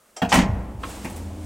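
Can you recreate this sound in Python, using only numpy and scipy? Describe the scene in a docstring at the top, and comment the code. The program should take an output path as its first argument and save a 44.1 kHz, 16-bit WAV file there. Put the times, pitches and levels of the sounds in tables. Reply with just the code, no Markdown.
"""An old wooden lift starts, heard from inside the car. Over still air the button clicks and knocks home;
the shaft echoes, the wall panels thud and the car jolts. The door bolt slides, slams and rattles, each
impact exciting decaying modes, and the car shudders. The running gear rumbles and the motor hum rises.
Friction makes the guide shoes hiss along their rails, a latch clacks, and the shoes bump over a rail
joint as the drone of the winding gear swells."""
import sys
import numpy as np
from scipy import signal
from scipy.fft import rfft, irfft
from scipy.io import wavfile
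from scipy.ndimage import uniform_filter1d

SR = 44100
rng = np.random.default_rng(int(sys.argv[2]) if len(sys.argv) > 2 else 0)


def inscribe(sig):
    """Save sig as 16-bit PCM at rate SR to the path in sys.argv[1].

    A 1-D sig is mono; a 2-D sig holds one channel per row.
    Samples are clipped to [-1, 1] before scaling.
    """
    pcm = np.round(np.clip(np.atleast_2d(sig).T, -1, 1) * 32767)
    wavfile.write(sys.argv[1], SR, pcm.astype(np.int16))


N = 63945
T = np.arange(N) / SR
FREQS = np.fft.rfftfreq(2 ** 16, 1 / SR) + 1
CONTACT_S = 0.00063  # rise time of a hard blow
DAMPING = 0.23  # a dense ring's t60 falls as this power of frequency

# stereo side relative to mid: frequency_hz, level_db
WIDTH = [(30, -32), (70, -52), (250, -24.5), (500, -16.5), (1000, -12.5), (2000, -8.5), (4000, -12.5),
         (6000, -23.5), (8000, -20), (10000, -2.5), (14000, -18)]
# still air in the car: frequency_hz, density_db (relative, as in every spectrum below)
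AIR_SPECTRUM = [(25, -3), (70, -0.5), (130, -8), (195, 6), (300, -3), (480, 0), (650, 1.5), (850, -5.5),
                (1300, 1), (2000, -11), (4000, -17), (8500, -9.5), (15500, -15.5)]

# metal clicks of the button: start_s, level_db
CLICKS = [(.1635, -44.5), (0.166, -34)]
# their modes: pitch_hz, level_db, t60_s
CLICK_MODES = [(598, -17, 0.23), (770, -10, 0.26), (1265, -11.5, 0.15), (3180, -14, 0.13), (5850, -26, .09),
               (7601, -8.5, 0.15)]
# their dense ring: frequency_hz, density_db
CLICK_RING = [(380, -7), (700, 4.5), (1100, -10), (2300, -10), (4200, -15), (5700, -1), (6800, -12),
              (8200, -9), (9500, -17.5), (10700, -17), (12000, -33), (16000, -25)]
# wooden knock of the button and its rebounds: start_s, level_db
KNOCKS = [(.2178, -25.5), (.2215, -20.5), (.2315, -44), (.249, -29)]
# modes of the wood: pitch_hz, level_db, t60_s
KNOCK_MODES = [(467, -7.5, 0.16), (685, 2, 0.13), (741, -4, 0.18), (785, -16, .17), (1404, -15, 0.12),
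               (1810, -8, 0.046), (2590, -22, .06), (3313, -16, 0.088), (3243, -10, 0.06)]
# its dense ring: frequency_hz, density_db
KNOCK_RING = [(130, -15), (210, 5), (380, -19.5), (750, 4.5), (1150, -10.5), (1700, -9), (2100, -17.5),
              (2700, -4.5), (3300, -24), (3800, -21), (8000, -28), (10500, -38.5), (12700, -34),
              (16000, -34)]
# echo of the shaft: frequency_hz, density_db
SHAFT_SPECTRUM = [(60, -4), (200, -12), (400, 6.5), (650, 0), (1000, -1.5), (2000, -5), (3500, -11.5),
                  (7000, -11.5), (16000, -38)]

# thuds in the wall panels: start_s, level_db
THUDS = [(0.2208, -21), (0.3317, -19), (0.3741, -12.5), (1.051, -35)]
# panel modes: pitch_hz, level_db, t60_s
PANEL_MODES = [(183.2, 1.5, 0.21), (195.9, -16.5, 1.0), (212, -17, 0.19), (241, -5.5, 0.18),
               (251.5, 0, 0.21), (303.2, -13, 0.3)]
# jolts of the car: start_s, level_db
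JOLTS = [(0.234, -32.5), (0.33, -36), (0.4876, -20.5), (.745, -33)]
# low modes of the car: pitch_hz, level_db, t60_s
CAR_MODES = [(40.8, -7.5, 0.36), (58.98, -9.5, 1.84), (82, 2, 0.29), (100.8, 4.5, 0.21), (109, -15.5, 1.04)]
# shudder after the slam: frequency_hz, density_db
SHUDDER_SPECTRUM = [(20, -4), (38, -3.5), (60, 0), (120, -12.5), (220, -3), (500, -66.5)]

# friction of the sliding bolt: frequency_hz, density_db
SLIDE_SPECTRUM = [(900, 1), (2500, -0.5), (4000, 0), (5500, 2.5), (7800, 3.5), (9500, -9), (11500, -14),
                  (16000, -31)]
# the bolt's first touch and full blow: start_s, level_db
BOLT_BLOWS = [(0.3193, -14), (.3245, -13.5)]
# their crack: frequency_hz, density_db
CRACK_SPECTRUM = [(450, -29), (800, 10.5), (1400, -3.5), (3200, -4), (4200, -12), (5700, -9.5), (7000, -22),
                  (16000, -31)]
# rattle of the lock: start_s, housing_db, steel_db
RATTLE = [(.3255, -15.5, -26), (.3405, -14.5, -21.5), (.354, -17.5, -32), (.374, -23, -31),
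          (0.387, -18.5, -36), (.417, -25, -58), (.434, -43, -66)]
# modes of the lock housing: pitch_hz, level_db, t60_s
HOUSING_MODES = [(593, -15.5, 0.56), (650, -14.5, 0.67), (796.5, -8.5, 0.29), (842.5, -13, 0.57),
                 (968.4, -9.5, 0.29), (1057, -16, 0.54), (1346, -12.5, 0.28), (1568, -25, 0.35),
                 (1897, -14, 0.19), (1920, -10.5, 0.16), (2344, -16, .28), (2650, -13, 0.18),
                 (2890, -23, 0.11), (3021, -12.5, 0.25)]
# its dense ring: frequency_hz, density_db
HOUSING_RING = [(150, -1), (400, -8.5), (600, -1), (850, 1.5), (1150, -7.5), (1900, -3.5), (3200, -9),
                (3800, -14.5), (5800, -15), (8000, -21.5), (16000, -62)]
# modes of the loose steel: pitch_hz, level_db, t60_s
STEEL_MODES = [(3960, -18.5, 0.33), (6700, -12, 0.18), (14795, -24, .22)]
# its dense ring: frequency_hz, density_db
STEEL_RING = [(1500, -7), (4000, -8.5), (6500, -2.5), (8500, 0.5), (10200, -4.5), (11200, -9.5),
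              (16000, -15.5)]

# envelope of the running gear's rumble: time_s, gain_db
RUMBLE_ENVELOPE = [(.3, -58), (.55, 2), (.78, -6), (.88, 0.5), (1.0, -1), (1.06, -3.5), (1.13, 1),
                   (1.29, -1.5), (1.45, -5.5)]
# its colour: frequency_hz, density_db
RUMBLE_SPECTRUM = [(20, -14), (55, 1), (105, 2), (140, -13), (190, -4.5), (280, -1), (400, -10.5),
                   (600, -10), (850, -12.5), (1500, -27), (3000, -34.5), (8000, -53)]
# partials of the motor hum: harmonic_number, level_db
HUM_HARMONICS = [(1, -50), (2, -44), (3, -47.5), (6, -60)]
# envelope of the winding gear's drone: time_s, level_db
DRONE_ENVELOPE = [(.85, -110), (1.0, -57), (1.09, -41), (1.16, -39), (1.3, -32.5), (1.35, -44.5),
                  (1.45, -31.5)]

# envelope of the guide shoes' hiss: time_s, level_db
HISS_ENVELOPE = [(0, -64), (.5, -64), (.79, -60.5), (.84, -46.5), (.9, -39), (1.02, -45.5), (1.06, -43),
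                 (1.11, -46), (1.22, -49), (1.32, -52.5), (1.45, -50.5)]
# its colour: frequency_hz, density_db
HISS_SPECTRUM = [(500, 11.5), (1200, 4.5), (2500, 3.5), (4500, 0), (6500, 0.5), (8300, 3), (10500, -5),
                 (15500, -10.5)]
# brief bright scuffs of the shoes: start_s, level_db
SCUFFS = [(1.042, -39), (1.095, -40.5), (1.158, -39)]
# their colour: frequency_hz, density_db
SCUFF_SPECTRUM = [(2000, 1), (4000, -7), (9000, 2.5), (15000, -7)]
# bumps over a rail joint: start_s, level_db
BUMPS = [(1.044, -33.5), (1.051, -28.5)]
# their dense ring: frequency_hz, density_db
BUMP_RING = [(120, -17), (190, 5), (300, 0), (420, -6), (900, -2), (1400, -17.5), (1750, -8), (2700, -5.5),
             (3100, -28), (6000, -22), (16000, -40)]

# clacks of a latch: start_s, level_db
LATCH_BLOWS = [(0.8334, -33.5), (0.8363, -29)]
# its modes: pitch_hz, level_db, t60_s
LATCH_MODES = [(1077, -6, 0.14), (1300, -6.5, 0.097), (1440, -17, 0.054)]
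# its dense ring: frequency_hz, density_db
LATCH_RING = [(250, -6), (750, -10), (1100, 7), (1800, -3.5), (2400, -5), (3300, -6), (4500, -15.5),
              (6500, -27), (16000, -48)]


def undb(db):
    """Amplitude ratio of a level in decibels."""
    return 10 ** (np.asarray(db) / 20)


def envelope(points):
    """Amplitude envelope through (time_s, level_db) points."""
    return undb(np.interp(T, *np.array(points).T))


def colour(points):
    """Magnitude response through (frequency_hz, level_db) points, rolling off below the first."""
    hz, db = np.array(points).T
    return undb(np.interp(np.log(FREQS), np.log(hz), db)) * np.minimum(FREQS / hz[0], 1) ** 2


def ramp(start_s, rise_s):
    """Raised-cosine onset from 0 to 1."""
    return np.sin(np.pi / 2 * np.clip((T - start_s) / max(rise_s, 1 / SR), 0, 1)) ** 2


def decay(t60_s):
    """Exponential damping: 60 dB down after t60_s."""
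    return np.exp(-np.log(1000) * T / t60_s)


def wander(rate_hz):
    """Slow random modulation with a spread near 1."""
    hold = int(SR / rate_hz)
    return uniform_filter1d(np.repeat(rng.standard_normal(2 ** 7), hold)[:N], hold)


def noise(spectrum):
    """Random-phase stereo noise of unit rms, nearly mono in the bass."""
    mid, side = np.exp(2j * np.pi * rng.random((2, len(FREQS))))
    side = side * colour(WIDTH)
    x = irfft(np.array([mid + side, mid - side]) * colour(spectrum))[:, :N]
    return x / x.std()


def dense_ring(spectrum, blows, t60_s, rise_s=CONTACT_S):
    """Overlapping modes: blows add in energy, and high octaves decay first (t60_s holds at 1 kHz)."""
    bins, out = rfft(noise(spectrum), 2 ** 16), 0
    octave = np.clip(np.log2(FREQS / 1000), -3, 4)
    energy_in = np.diff(sum(undb(db) ** 2 * ramp(s, rise_s) for s, db in blows), prepend=0)
    for k in range(-3, 5):
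        retained = np.exp(-2 * np.log(1000) * 2 ** (k * DAMPING) / (t60_s * SR))
        energy = signal.lfilter([1], [1, -retained], abs(energy_in) + 1e-18)
        band = irfft(bins * np.maximum(1 - abs(octave - k), 0))[:, :N]
        out = out + band * np.sqrt(energy)
    return out


def modes(table):
    """Free vibration as damped sines; the higher ones differ in phase between left and right."""
    out = 0
    for hz, db, t60_s in table:
        skew = np.interp(hz, FREQS, colour(WIDTH)) * rng.choice([-1, 1]) * np.array([[1], [-1]])
        out = out + np.sqrt(2) * undb(db) * np.sin(2 * np.pi * hz * T + skew) * decay(t60_s)
    return out


def strike(response, blows, rise_s=CONTACT_S):
    """Superposition: each (start_s, level_db) blow adds a delayed, scaled copy of the response."""
    out, ring = np.zeros((2, N)), response * ramp(0, rise_s)
    for start_s, db in blows:
        i = int(start_s * SR)
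        out[:, i:] += undb(db) * ring[:, :N - i]
    return out


def impact(mode_table, spectrum, blows, t60_s):
    """Hard contact excites a body's distinct modes over a dense ring that decays with t60_s."""
    return strike(modes(mode_table), blows) + dense_ring(spectrum, blows, t60_s)


def air():
    """Stationary broadband noise: the still air of the car."""
    return undb(-60) * noise(AIR_SPECTRUM)


def button():
    """Impact excitation: metal clicks, then wood knocks as the button goes home and rebounds."""
    click = impact(CLICK_MODES, CLICK_RING, CLICKS, t60_s=0.22)
    knock = impact(KNOCK_MODES, KNOCK_RING, KNOCKS, t60_s=0.19)
    return click + knock


def shaft(sound):
    """Reverberation: convolution with the shaft's long, dull impulse response."""
    response = dense_ring(SHAFT_SPECTRUM, [(0.0049, 0)], t60_s=1.17, rise_s=0.031)
    response = response / np.sqrt(np.sum(response ** 2) / 2)  # unit energy per channel
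    return undb(-22.5) * signal.fftconvolve(sound.mean(axis=0)[None], response, axes=1)[:, :N]


def car():
    """Structural resonance: the wall panels thud, and the whole car jolts and shudders."""
    shudder = strike(noise(SHUDDER_SPECTRUM) * decay(t60_s=1.29), [(0.325, -21)], rise_s=0.013)
    thuds = strike(modes(PANEL_MODES), THUDS, rise_s=0.0057)
    jolts = strike(modes(CAR_MODES), JOLTS, rise_s=0.013)
    return thuds + jolts + shudder


def lock():
    """Friction, then impact: the bolt slides, cracks against its housing and rattles the loose steel."""
    sliding = ramp(start_s=0.2868, rise_s=0.0089) - ramp(start_s=0.322, rise_s=0.0089)
    slide = undb(-33.5) * noise(SLIDE_SPECTRUM) * sliding
    crack = dense_ring(CRACK_SPECTRUM, BOLT_BLOWS, t60_s=0.05)
    clang = strike(modes(HOUSING_MODES), BOLT_BLOWS[1:])  # the full blow only
    housing = dense_ring(HOUSING_RING, [(s, db) for s, db, _ in RATTLE], t60_s=0.21)
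    steel = impact(STEEL_MODES, STEEL_RING, [(s, db) for s, _, db in RATTLE], t60_s=0.24)
    return slide + crack + clang + housing + steel


def motor():
    """Forced vibration: gear rumble, harmonic hum on twice the mains frequency, and a swelling drone."""
    hum_hz, drone_hz, pitch_drift, waver_db = 99.7, 84, 0.009, 4.5
    phase_per_hz = 2 * np.pi * np.cumsum(1 + pitch_drift * wander(rate_hz=12.1)) / SR
    hum = 0
    for harmonic, db in HUM_HARMONICS:
        gain = undb(db + waver_db * wander(rate_hz=13.94))
        hum = hum + gain * np.sin(harmonic * hum_hz * phase_per_hz + 2 * np.pi * rng.random())
    drone = envelope(DRONE_ENVELOPE) * np.sin(drone_hz * phase_per_hz)
    rumble = undb(-37.5) * noise(RUMBLE_SPECTRUM) * envelope(RUMBLE_ENVELOPE)
    return rumble + np.sqrt(2) * (hum * ramp(start_s=0.62, rise_s=0.63) + drone)


def guide_shoes():
    """Sliding friction: the shoes hiss and scuff along the rails, and bump over a joint."""
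    hiss = noise(HISS_SPECTRUM) * envelope(HISS_ENVELOPE) * undb(0.62 * wander(rate_hz=44.4))
    scuffs = strike(noise(SCUFF_SPECTRUM) * decay(t60_s=0.15), SCUFFS, rise_s=0.0065)
    bumps = dense_ring(BUMP_RING, BUMPS, t60_s=0.17, rise_s=0.0023)
    return hiss + scuffs + bumps


def latch():
    """Heavily damped modes: two quick impacts make one clack as the car moves off."""
    return impact(LATCH_MODES, LATCH_RING, LATCH_BLOWS, t60_s=0.11)


def scene():
    """Superposition of all sources; button, lock, latch and shoes also reverberate in the shaft."""
    balance = undb([[-0.5], [0]])  # left, right
    works = (button() + lock() + latch() + guide_shoes()) * balance
    return works + shaft(works) + car() + motor() + air()


def record(dry):
    """Soft saturation rounds the loudest peaks; a steep low-pass filter cuts the top."""
    cutoff_hz = 15900
    lowpass = signal.ellip(10, .2, 80, cutoff_hz, fs=SR, output="sos")
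    return signal.sosfilt(lowpass, np.tanh(dry))


dry = scene()
out = record(dry)
inscribe(out)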